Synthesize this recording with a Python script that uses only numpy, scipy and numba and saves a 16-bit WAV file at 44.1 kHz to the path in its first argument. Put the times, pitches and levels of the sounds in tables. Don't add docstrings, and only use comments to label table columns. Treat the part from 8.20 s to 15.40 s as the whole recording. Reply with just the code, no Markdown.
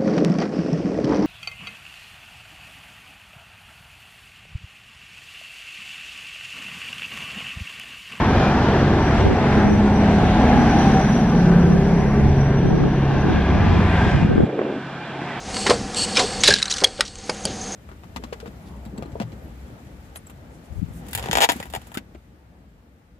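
import sys
import numpy as np
from scipy import signal
from scipy.fft import rfft, irfft, next_fast_len
from scipy.io import wavfile
from scipy.ndimage import uniform_filter1d
from numba import njit

SR = 44100
rng = np.random.default_rng(int(sys.argv[2]) if len(sys.argv) > 2 else 0)


def materialize(psi):
    bounded = np.clip(np.atleast_2d(psi).T, -1, 1)
    quanta = np.round(bounded * 32767).astype(np.int16)
    wavfile.write(sys.argv[1], SR, quanta)


N = 317520
FFT_SIZE = next_fast_len(N)
TIME = np.arange(N) / SR
HZ = np.arange(FFT_SIZE // 2 + 1) * SR / FFT_SIZE


def undb(db):
    return 10 ** (np.asarray(db) / 20)


def unit(x):
    return x / np.sqrt(np.mean(x ** 2))


def curves(table):
    s, *columns = np.transpose(table)
    return [np.interp(TIME, s, c) for c in columns]


def colour(table, hz):
    f, db = np.transpose(table)
    return np.interp(np.log(hz + 1), np.log(f), db)


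def shaped(gain):
    spectrum = rfft(rng.standard_normal(FFT_SIZE))
    return irfft(gain * spectrum, FFT_SIZE)[:N]


def walk(rate_hz):
    hold = int(SR / rate_hz)
    steps = np.repeat(rng.standard_normal(N // hold + 1), hold)
    slewed = uniform_filter1d(uniform_filter1d(steps, hold), hold)
    return unit(slewed[:N])


def butter(x, hz, kind, order):
    return signal.sosfilt(signal.butter(order, hz, kind, fs=SR, output="sos"), x)


@njit
def svf(x, hz, k):
    y, band, low = np.empty(len(x)), 0., 0.
    for i in range(len(x)):
        g = np.tan(np.pi * hz[i] / SR)
        v = (band + g * (x[i] - low)) / (1 + g * (g + k))
        band, low, y[i] = 2 * v - band, low + 2 * g * v, k * v
    return y


def narrow(hz, k):
    return unit(svf(svf(rng.standard_normal(N), hz, k), hz, k))


def swell_db(rows):
    return sum(db * np.exp(-((TIME - s) / half) ** 2) for s, half, db in rows)


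# time in seconds, bass, treble, top in dB.
LEVEL_CURVES = [(0, -1, 1.5, -11), (.85, 0, -2, 2.5), (1.0, 0, 0.5, 6), (1.1, -3, -4, 3), (1.4, 1, 0, 2),
                (1.52, 0, -4.5, 3), (2.25, 0.5, -1, 4.5), (2.75, 0, 0.6, 3), (2.96, -2.5, -3, -14),
                (3.43, 2, -4, -27), (3.5, -0.5, -5.5, -19), (4.7, -3.5, -7, -17.5), (5.2, -1.5, -2.5, -9.5),
                (5.9, 0, -0.4, 2.5), (6.04, -2, -6.5, 2.5), (6.08, -2, -8.5, -1), (6.25, -2, -14, 1),
                (6.3, -13.5, -16, 1), (6.9, -13.5, -11, 2.5), (7.2, -10.5, -8.5, 3)]
SWING_S = (4.52, 6.02)


def follow_db(db, bass, treble, top, swung_db):
    shared_db = np.dot((bass, treble, top), curves(LEVEL_CURVES))
    return db + shared_db + np.interp(TIME, SWING_S, (0, swung_db))


# start in seconds, length in seconds,
# level in dB before the mid and side shares, eddy pitch in Hz.
GUSTS = [(1.048, .093, -20, 286), (1.197, 0.043, -37, 247), (1.35, 0.069, -31, 179),
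         (1.442, .12, -21.5, 257), (1.971, .11, -33, 210.6), (2.33, .12, -26.5, 150), (2.54, .17, -37, 212),
         (3.472, 0.09, -28, 253), (3.79, .11, -32, 247), (4.011, .09, -30, 223), (4.43, 0.26, -22, 268),
         (4.9, .083, -28, 258), (5.04, .16, -24.5, 239), (5.3, .29, -29.5, 235), (5.93, 0.21, -27, 194.5),
         (6.171, 0.075, -17.5, 327), (6.265, .105, -23.5, 422), (6.37, .066, -19.5, 400),
         (6.436, .085, -21.5, 380), (6.52, .075, -25.5, 340), (6.09, .07, -26, 201),
         (6.93, 0.033, -29, 300), (7.01, 0.034, -32, 297)]
# time in seconds, level in dB.
BREEZE = [(.8, -53), (1.0, -40), (1.8, -50), (2.5, -36.5), (3.1, -47), (3.6, -35.5), (4.25, -50.5),
          (5.0, -40.5), (5.9, -33.5), (6.6, -41)]
# start in seconds, level in dB, pitch in Hz, side over mid as a ratio (minus = right).
POPS = [(5.866, -20, 169.6, 2.5), (5.948, -12, 130, -1), (6.026, -7.5, 152, 0.4), (6.047, -3.5, 172, 0.1),
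        (6.113, -14, 327, -1.5), (6.156, -8.5, 252, 0.7), (6.179, -10, 300, 2.3), (6.204, -9, 300, 1.6),
        (6.225, -14, 230, 0.6), (6.233, -6.5, 196, -0.5), (6.298, -19, 420, 3), (6.391, -8.5, 416, 2),
        (6.416, -14.5, 594, 2.5), (6.452, -20.5, 404, 4), (6.499, -15.5, 385, 0.69), (7.017, -18, 318, 2)]
BREEZE_PATCHY_DB = 5
POP_RISE_CYCLES, POP_FADE_CYCLES, POP_TOP_HZ = 0.25, 0.83, 2300
CRACK_DB, CRACK_S, CRACK_BAND_HZ, CRACK_POP_HZ = -19.5, 0.0029, (850, 2050), 450


def pop_pair():
    pops = np.zeros((2, N))
    hiss = unit(butter(rng.standard_normal(N), CRACK_BAND_HZ, "band", order=2))
    for s, db, pitch_hz, side in POPS:
        span = slice(int(s * SR), int(s * SR) + 2000)
        since = np.maximum(TIME[span] - s, 0)
        cycles = since * pitch_hz
        envelope = np.tanh(cycles / POP_RISE_CYCLES) * np.exp(-cycles / POP_FADE_CYCLES)
        thump = 2 * np.sin(2 * np.pi * cycles) * envelope
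        burst = np.exp(-((since - 1 / pitch_hz) / CRACK_S) ** 2)
        crack = undb(CRACK_DB) * (pitch_hz / CRACK_POP_HZ) ** 2 * hiss[span] * burst
        pops[:, span] += np.array([[1], [side]]) * undb(db) * (thump + crack)
    return butter(pops, POP_TOP_HZ, "low", order=4)


def wind():
    hz = np.interp(TIME, [g[0] + g[1] / 2 for g in GUSTS], [g[3] for g in GUSTS])
    gusts = np.zeros(N)
    for s, length, db, _ in GUSTS:
        gusts[int(s * SR):int((s + length) * SR)] += undb(db)
    breeze = undb(curves(BREEZE)[0] + BREEZE_PATCHY_DB * walk(10))
    gain = uniform_filter1d(gusts, int(0.0076 * SR)) + breeze
    out = []
    for share_db, pop in zip((-6.5, -.1), pop_pair()):
        struck = rng.random(N) < 3500 / SR
        kicks = struck * rng.standard_normal(N) * undb(1.9 * rng.exponential(size=N))
        eddies = unit(butter(svf(kicks, hz, 0.55), 680, "low", order=3))
        thud = unit(butter(kicks, [65, 150], "band", order=3))
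        out.append(undb(share_db) * gain * unit(eddies + undb(-7) * thud) + pop)
    return np.array(out)


RATTLE_BAND_HZ, RATTLE_DB, RATTLE_FLICKER_DB = (950, 3300), -35.5, 4
RATTLE_TILT_DB = -8


def rattle():
    low_hz, high_hz = RATTLE_BAND_HZ
    parts = 0
    for octave in np.linspace(0, np.log2(high_hz / low_hz), num=14):
        level = undb(RATTLE_TILT_DB * octave + RATTLE_FLICKER_DB * walk(16))
        parts = parts + level * narrow(low_hz * 2 ** (octave + .04 * walk(3)), .045)
    return unit(parts) * undb(follow_db(RATTLE_DB, 0, 0.88, 0, 1.7))


# time in seconds, pitch in Hz, level in dB.
HOWLS = [
    [(3.1, 367, -56), (3.3, 379.2, -26), (3.7, 395.4, -29), (4.1, 413, -35), (4.4, 404, -46)],
    [(1.95, 780, -50), (2.2, 840, -33), (2.37, 825, -25), (2.5, 820, -32), (2.65, 787, -27),
     (2.8, 761, -25), (3.0, 746, -47)],
    [(4.85, 1760, -52), (5.15, 1610, -35), (5.5, 1725, -42), (5.7, 1580, -41), (5.82, 1590, -31),
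     (5.87, 1590, -36), (5.93, 1580, -32), (6.05, 1590, -55)],
    [(0, 1270, -50), (.15, 1267, -30), (.35, 1300, -44), (.5, 1300, -53)],
]


def howl():
    out = 0
    for table in HOWLS:
        hz, db = curves(table)
        sounding = (TIME > table[0][0]) * (TIME < table[-1][0])
        out = out + undb(db + 1.5 * walk(18)) * sounding * narrow(hz, 0.04)
    return out


# time in seconds, centre in Hz, level in dB.
HUM = [(2.1, 239, -50), (2.4, 232, -29), (2.9, 205.5, -26.5), (3.4, 175, -24.5), (4.1, 150, -27.5),
       (4.7, 138, -29), (5.1, 134.4, -50)]


def hum():
    hz, db = curves(HUM)
    return undb(db) * narrow(hz, .3)


# centre in Hz, width of one filter pass in Hz, level in dB within the group.
RING_BANDS = [
    [(229.6, 69, -.1)],
    [(388.4, 80, -.1)],
    [(741, 51, 0.5), (827.6, 86, -2), (659.3, 60, -3)],
    [(1569, 160, 0), (1727, 110, -5.5)],
    [(2137, 170, -5.5), (2423, 110, -1.5), (3305, 850, -1.5)],
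    [(2730, 300, -.1)],
    [(5200, 1300, -.1)],
    [(593, 180, -.1)],
    [(1053, 260, -.1)],
]
# usual level in dB, share of bass, of treble, of top, change once swung in dB.
RING_LEVELS = [(-28.5, 0.45, 0.18, 0.01, -11), (-32, 0.63, 0.61, 0.0026, -4),
               (-28.5, 0.068, 0.75, 0.00014, -2.5), (-36.5, 0.016, 0.7, 0.0034, 2),
               (-46, 0.021, 1, 0.0091, 11), (-51.5, 0.02, 0.9, 0.0078, 10.5), (-61, 0.052, 0.96, 0.03, 2.5),
               (-39.5, 0.46, 0.43, 0.002, -6), (-44, .05, 1, 0.0034, 4.5)]
# group index (only whole indices of a group sound), peak in seconds, half length in seconds,
# swell in dB.
RING_SWELLS = [(7, 5.15, 0.28, 6.5), (4.5, 5.95, 0.11, 2), (3, 5.95, 0.12, 3.5), (9.5, 5.4, .2, 2),
               (7, 3, .3, 4), (7, 4.4, 0.36, 4.5), (0, 0.49, 0.67, 3.5), (0, 2.33, 0.095, 2.5),
               (0, 2.93, .3, 8), (0.5, 3.55, .2, 3), (1, 3.5, 0.44, -1.5), (1, 6.8, .4, -7),
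               (3, .4, 0.23, 0), (2, 1.2, 0.23, 3.5), (1, 4.3, 0.63, 9), (2, 1.84, .4, 5.5),
               (2, 2.34, 0.13, 5), (2, 2.56, 0.13, 3.5), (3, 2.5, .35, 2), (4, 5.1, 0.33, 3.5),
               (5, 5.1, .35, 5), (7, 3.8, 0.6, 8), (7, 2.3, 0.34, 5), (6, 6, .3, 3), (6, 5.6, 0.35, 0),
               (4, 5.8, .2, 0), (5, 4.85, 0.082, 7), (5, 3.3, 0.23, 7), (3, 3.34, 0.29, 3.5),
               (3, 5.15, 0.12, 2), (4, 5, .25, -0.5), (4, 0.18, 0.47, 6)]
RING_DRIFT = .012


def rings():
    out = 0
    for k, (bands, row) in enumerate(zip(RING_BANDS, RING_LEVELS)):
        db = follow_db(*row) + swell_db(swell[1:] for swell in RING_SWELLS if swell[0] == k)
        group = 0
        for hz, width_hz, band_db in bands:
            ring = narrow(hz * (1 + RING_DRIFT * walk(4)), width_hz / hz)
            group = group + undb(band_db + 1.7 * walk(12)) * ring
        out = out + undb(db) * unit(group)
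    return out


# time in seconds, whine pitch in Hz, whine level in the side in dB, intake hiss level in dB.
TURBO = [(0, 5720, -56, -47), (.7, 5780, -53, -51), (1.6, 5860, -50.5, -52), (2.2, 5880, -49.5, -48),
         (2.75, 5860, -42.5, -45), (3.3, 5830, -54, -46.5), (3.7, 5790, -53, -49), (4.5, 5820, -54, -53),
         (5.0, 5860, -56, -54.5), (5.9, 5850, -63, -53), (6.3, 5800, -80, -65), (7.2, 5700, -81, -61)]
# frequency in Hz, relative level in dB per Hz.
INTAKE_COLOUR = [(3500, -25), (5000, 0), (7000, -1), (10000, -4), (14500, -9)]
OVERTONE = 1.51


def turbo():
    hz, whine_db, hiss_db = curves(TURBO)
    hz = hz * (1 + .003 * walk(15))
    whine = undb(whine_db + 2.5 * walk(25))
    hiss = unit(shaped(undb(colour(INTAKE_COLOUR, HZ)))) * undb(hiss_db + .7 * walk(8))
    high = undb(-10) * narrow(OVERTONE * hz, .04)
    mid = undb(-3.0) * whine * narrow(hz, 0.028)
    side = whine * (narrow(hz, .016) + high) + hiss
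    return np.array([mid, side])


LAYER_EDGES_HZ = (15, 110, 260, 550, 1100, 2800, 6900, 10000)
# usual mid level in dB, share of bass, of treble, of top, change once swung in dB.
LAYER_LEVELS = [(-28, 0.93, 0.098, 0.042, 3.5), (-21, 1.11, 0, 0.031, -2.5), (-22, 0.38, 0.5, 0.019, -6.5),
                (-25.5, 0.11, 1.24, 0.012, -0.5), (-29, 0.19, 0.95, 0.081, 0), (-40, 0, 0.97, 0.1, -1),
                (-62.5, 0.3, 0.77, 1, 3.5)]
# frequency in Hz, relative level in dB per Hz.
BODY_COLOUR = [(15, -40.5), (25, -23.5), (65, -9.5), (140, -7.5), (216, -6), (324, -7.5), (430, -9.5),
               (560, -15), (900, -15), (1250, -22.5), (2000, -25.5), (3230, -36.5), (5500, -47),
               (9400, -62.5)]
# frequency in Hz, side minus mid in dB.
NOISE_WIDTH = [(60, -32), (150, -65), (400, -67.5), (800, -45.5), (1600, -3), (2400, -9), (4000, 1.5),
               (7000, 1.5)]
# peak in seconds, half length in seconds, swell in dB.
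SURGES = [(.14, 0.073, 12), (1.05, 0.13, 10), (1.56, 0.17, 5), (2.3, 0.28, 5.5), (2.62, 0.072, -2),
          (3.43, 0.094, 4), (3.66, 0.086, 3), (4.13, 0.17, 14), (4.93, 0.08, 6), (5.45, 0.33, 7),
          (5.85, 0.36, 0.5)]
SURGE_IN_BOOM = 0.12


def train_noise(turn):
    firings = 6 * turn
    uneven = undb(5.2 * rng.standard_normal(N // 400))[firings.astype(int)]
    puff = 2 * uneven * np.sin(np.pi * (firings % 1)) ** 2
    pumped = [0.041, 0.11, 0.14, 0.053, 0.05, 0.03, .03]
    levels = np.array([follow_db(*row) for row in LAYER_LEVELS])
    levels[:2] += np.outer((1, SURGE_IN_BOOM), swell_db(SURGES))
    octave = np.log2(HZ + 1)
    judder = walk(14)
    body, width = undb(colour(BODY_COLOUR, HZ)), undb(colour(NOISE_WIDTH, HZ))
    out = 0
    for k, db in enumerate(levels):
        lo, hi = np.log2(LAYER_EDGES_HZ[k]), np.log2(LAYER_EDGES_HZ[k + 1])
        count = max(int(2 * (hi - lo)), 2)
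        step = (hi - lo) / count
        layer = 0
        for centre in lo + step * (np.arange(count) + .5):
            band = np.cos(np.pi / 2 * np.clip((octave - centre) / step, -1, 1)) * body
            pair = np.array([shaped(band), shaped(band * width)])
            layer = layer + pair * undb(0.82 * walk(2.996) + 1.22 * walk(11) + 0.47 * judder)
        layer = layer * (1 + pumped[k] * (puff - 1))
        out = out + layer * undb(db) / np.sqrt(np.mean(layer[0] ** 2))
    return out


# time in seconds, rate in Hz.
ENGINE_CYCLE = [(0, 11.42), (.7, 11.44), (1.5, 11.52), (2.5, 11.6), (3.3, 11.55), (4.2, 11.57),
                (5.2, 11.43), (7.2, 11.48)]
ORDERS = (2, 3, 4, 6, 8, 10, 12, 13, 15, 18, 20, 21)
DRONE_DB = (-42, -38.5, -32, -28, -34.5, -38.5, -28, -41, -34.5, -27.5, -38.5, -44.5)
# multiple, peak in seconds, half length in seconds, swell in dB.
TONE_SWELLS = [(10, 1.6, 0.47, 10), (10, 2.25, 0.25, 11.5), (10, 4.3, 0.2, 8.5), (10, 4.53, .3, 11),
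               (10, 6.05, 0.18, 13), (13, 2.9, 0.18, 7), (13, 3.3, 0.51, 17.5), (20, 2.38, 0.16, 15),
               (20, 2.97, 0.32, 17.5), (21, 2.34, 0.17, 18), (21, 2.3, 0.14, 10), (12, 2.75, 0.15, 6.5),
               (4, 2.5, 0.36, 8), (4, 4.6, 0.31, 9.5), (6, 0.7, 0.28, 1), (6, 4.2, 0.52, 4),
               (6, 5.35, 0.57, 6.5), (8, 0.67, 0.77, 9.5), (8, 1.8, 0.33, 7.5), (8, 5.7, 0.41, 7),
               (8, 5.5, 0.27, 9), (12, 0.55, 0.35, 5), (12, 1.8, 0.31, -4.5), (12, 4.1, 0.68, 5),
               (12, 4.235, 0.36, 9), (12, 4.844, 0.27, 11), (12, 5.96, 0.19, 6), (12, 6.9, 0.63, 7.5),
               (15, 6.9, 0.56, 9), (6, 1.2, 0.48, 0), (2, 4.7, 0.96, 10), (3, 4, 1.2, 9.5),
               (15, 2.01, 0.36, 11), (15, 2.725, 0.26, 8), (15, 3.35, 0.47, 19.5), (15, 3.76, .15, 6),
               (15, 4.5, 0.23, 17), (15, 5.5, 0.75, 10), (18, 1.46, 0.27, 5.5), (18, 1.816, 0.33, 9.5),
               (18, 1.1, 0.3, -1.5), (6, 4.65, .15, -7), (6, 4.6, 0.075, 3.5), (18, 2.83, 0.31, 9),
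               (18, 3.37, .3, 3.5), (18, 3.95, 0.4, 7.5), (18, 6.95, 0.4, -9), (18, 6.8, 0.36, -12)]
DRONE_BASS_SHARE = 1.14


def drone():
    turn = np.cumsum(curves(ENGINE_CYCLE)[0] * (1 + 0.002 * walk(6.5))) / SR
    tones = 0
    for k, usual_db in zip(ORDERS, DRONE_DB):
        swells = swell_db(row[1:] for row in TONE_SWELLS if row[0] == k)
        db = follow_db(usual_db, DRONE_BASS_SHARE, 0, 0, 0) + swells
        sine = np.sin(2 * np.pi * (k * turn + rng.random()))
        tones = tones + undb(db + 1.5 * walk(11)) * np.sqrt(2) * sine
    return tones, turn


def scene():
    tones, turn = drone()
    mid, side = train_noise(turn) + turbo()
    mid = mid + tones + rings() + howl() + hum() + rattle()
    presence = 0.21 * butter(mid, [1000, 7000], "band", order=1)
    lead = 0.2 * np.gradient(mid)
    side = side + presence + lead
    gust_mid, gust_side = wind()
    mid, side = mid + gust_mid, side + gust_side
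    return np.array([mid + side, mid - side])


FILTER_S, FILTER_FADE_S = 6.255, 0.0048
FILTER_HZ, FILTER_LEAK_DB = 136, -20.5
SUM_TOP_HZ, TOP_HZ = 8800, 14600


def record(dry):
    mid, side = (dry[0] + dry[1]) / 2, (dry[0] - dry[1]) / 2
    on = np.clip((TIME - FILTER_S) / FILTER_FADE_S + .5, 0, 1)
    cut_mid = butter(mid, FILTER_HZ, "high", order=4) + undb(FILTER_LEAK_DB) * mid
    mid = (1 - on) * mid + on * cut_mid
    side = (1 - on) * side + on * butter(side, 1900, "high", order=2)
    mid = signal.sosfilt(signal.ellip(6, .2, 45, SUM_TOP_HZ, fs=SR, output="sos"), mid)
    out = np.tanh(1.06 * np.array([mid + side, mid - side])) / 1.08
    return signal.sosfilt(signal.ellip(8, .2, 70, TOP_HZ, fs=SR, output="sos"), out)


dry = scene()
out = record(dry)
materialize(out)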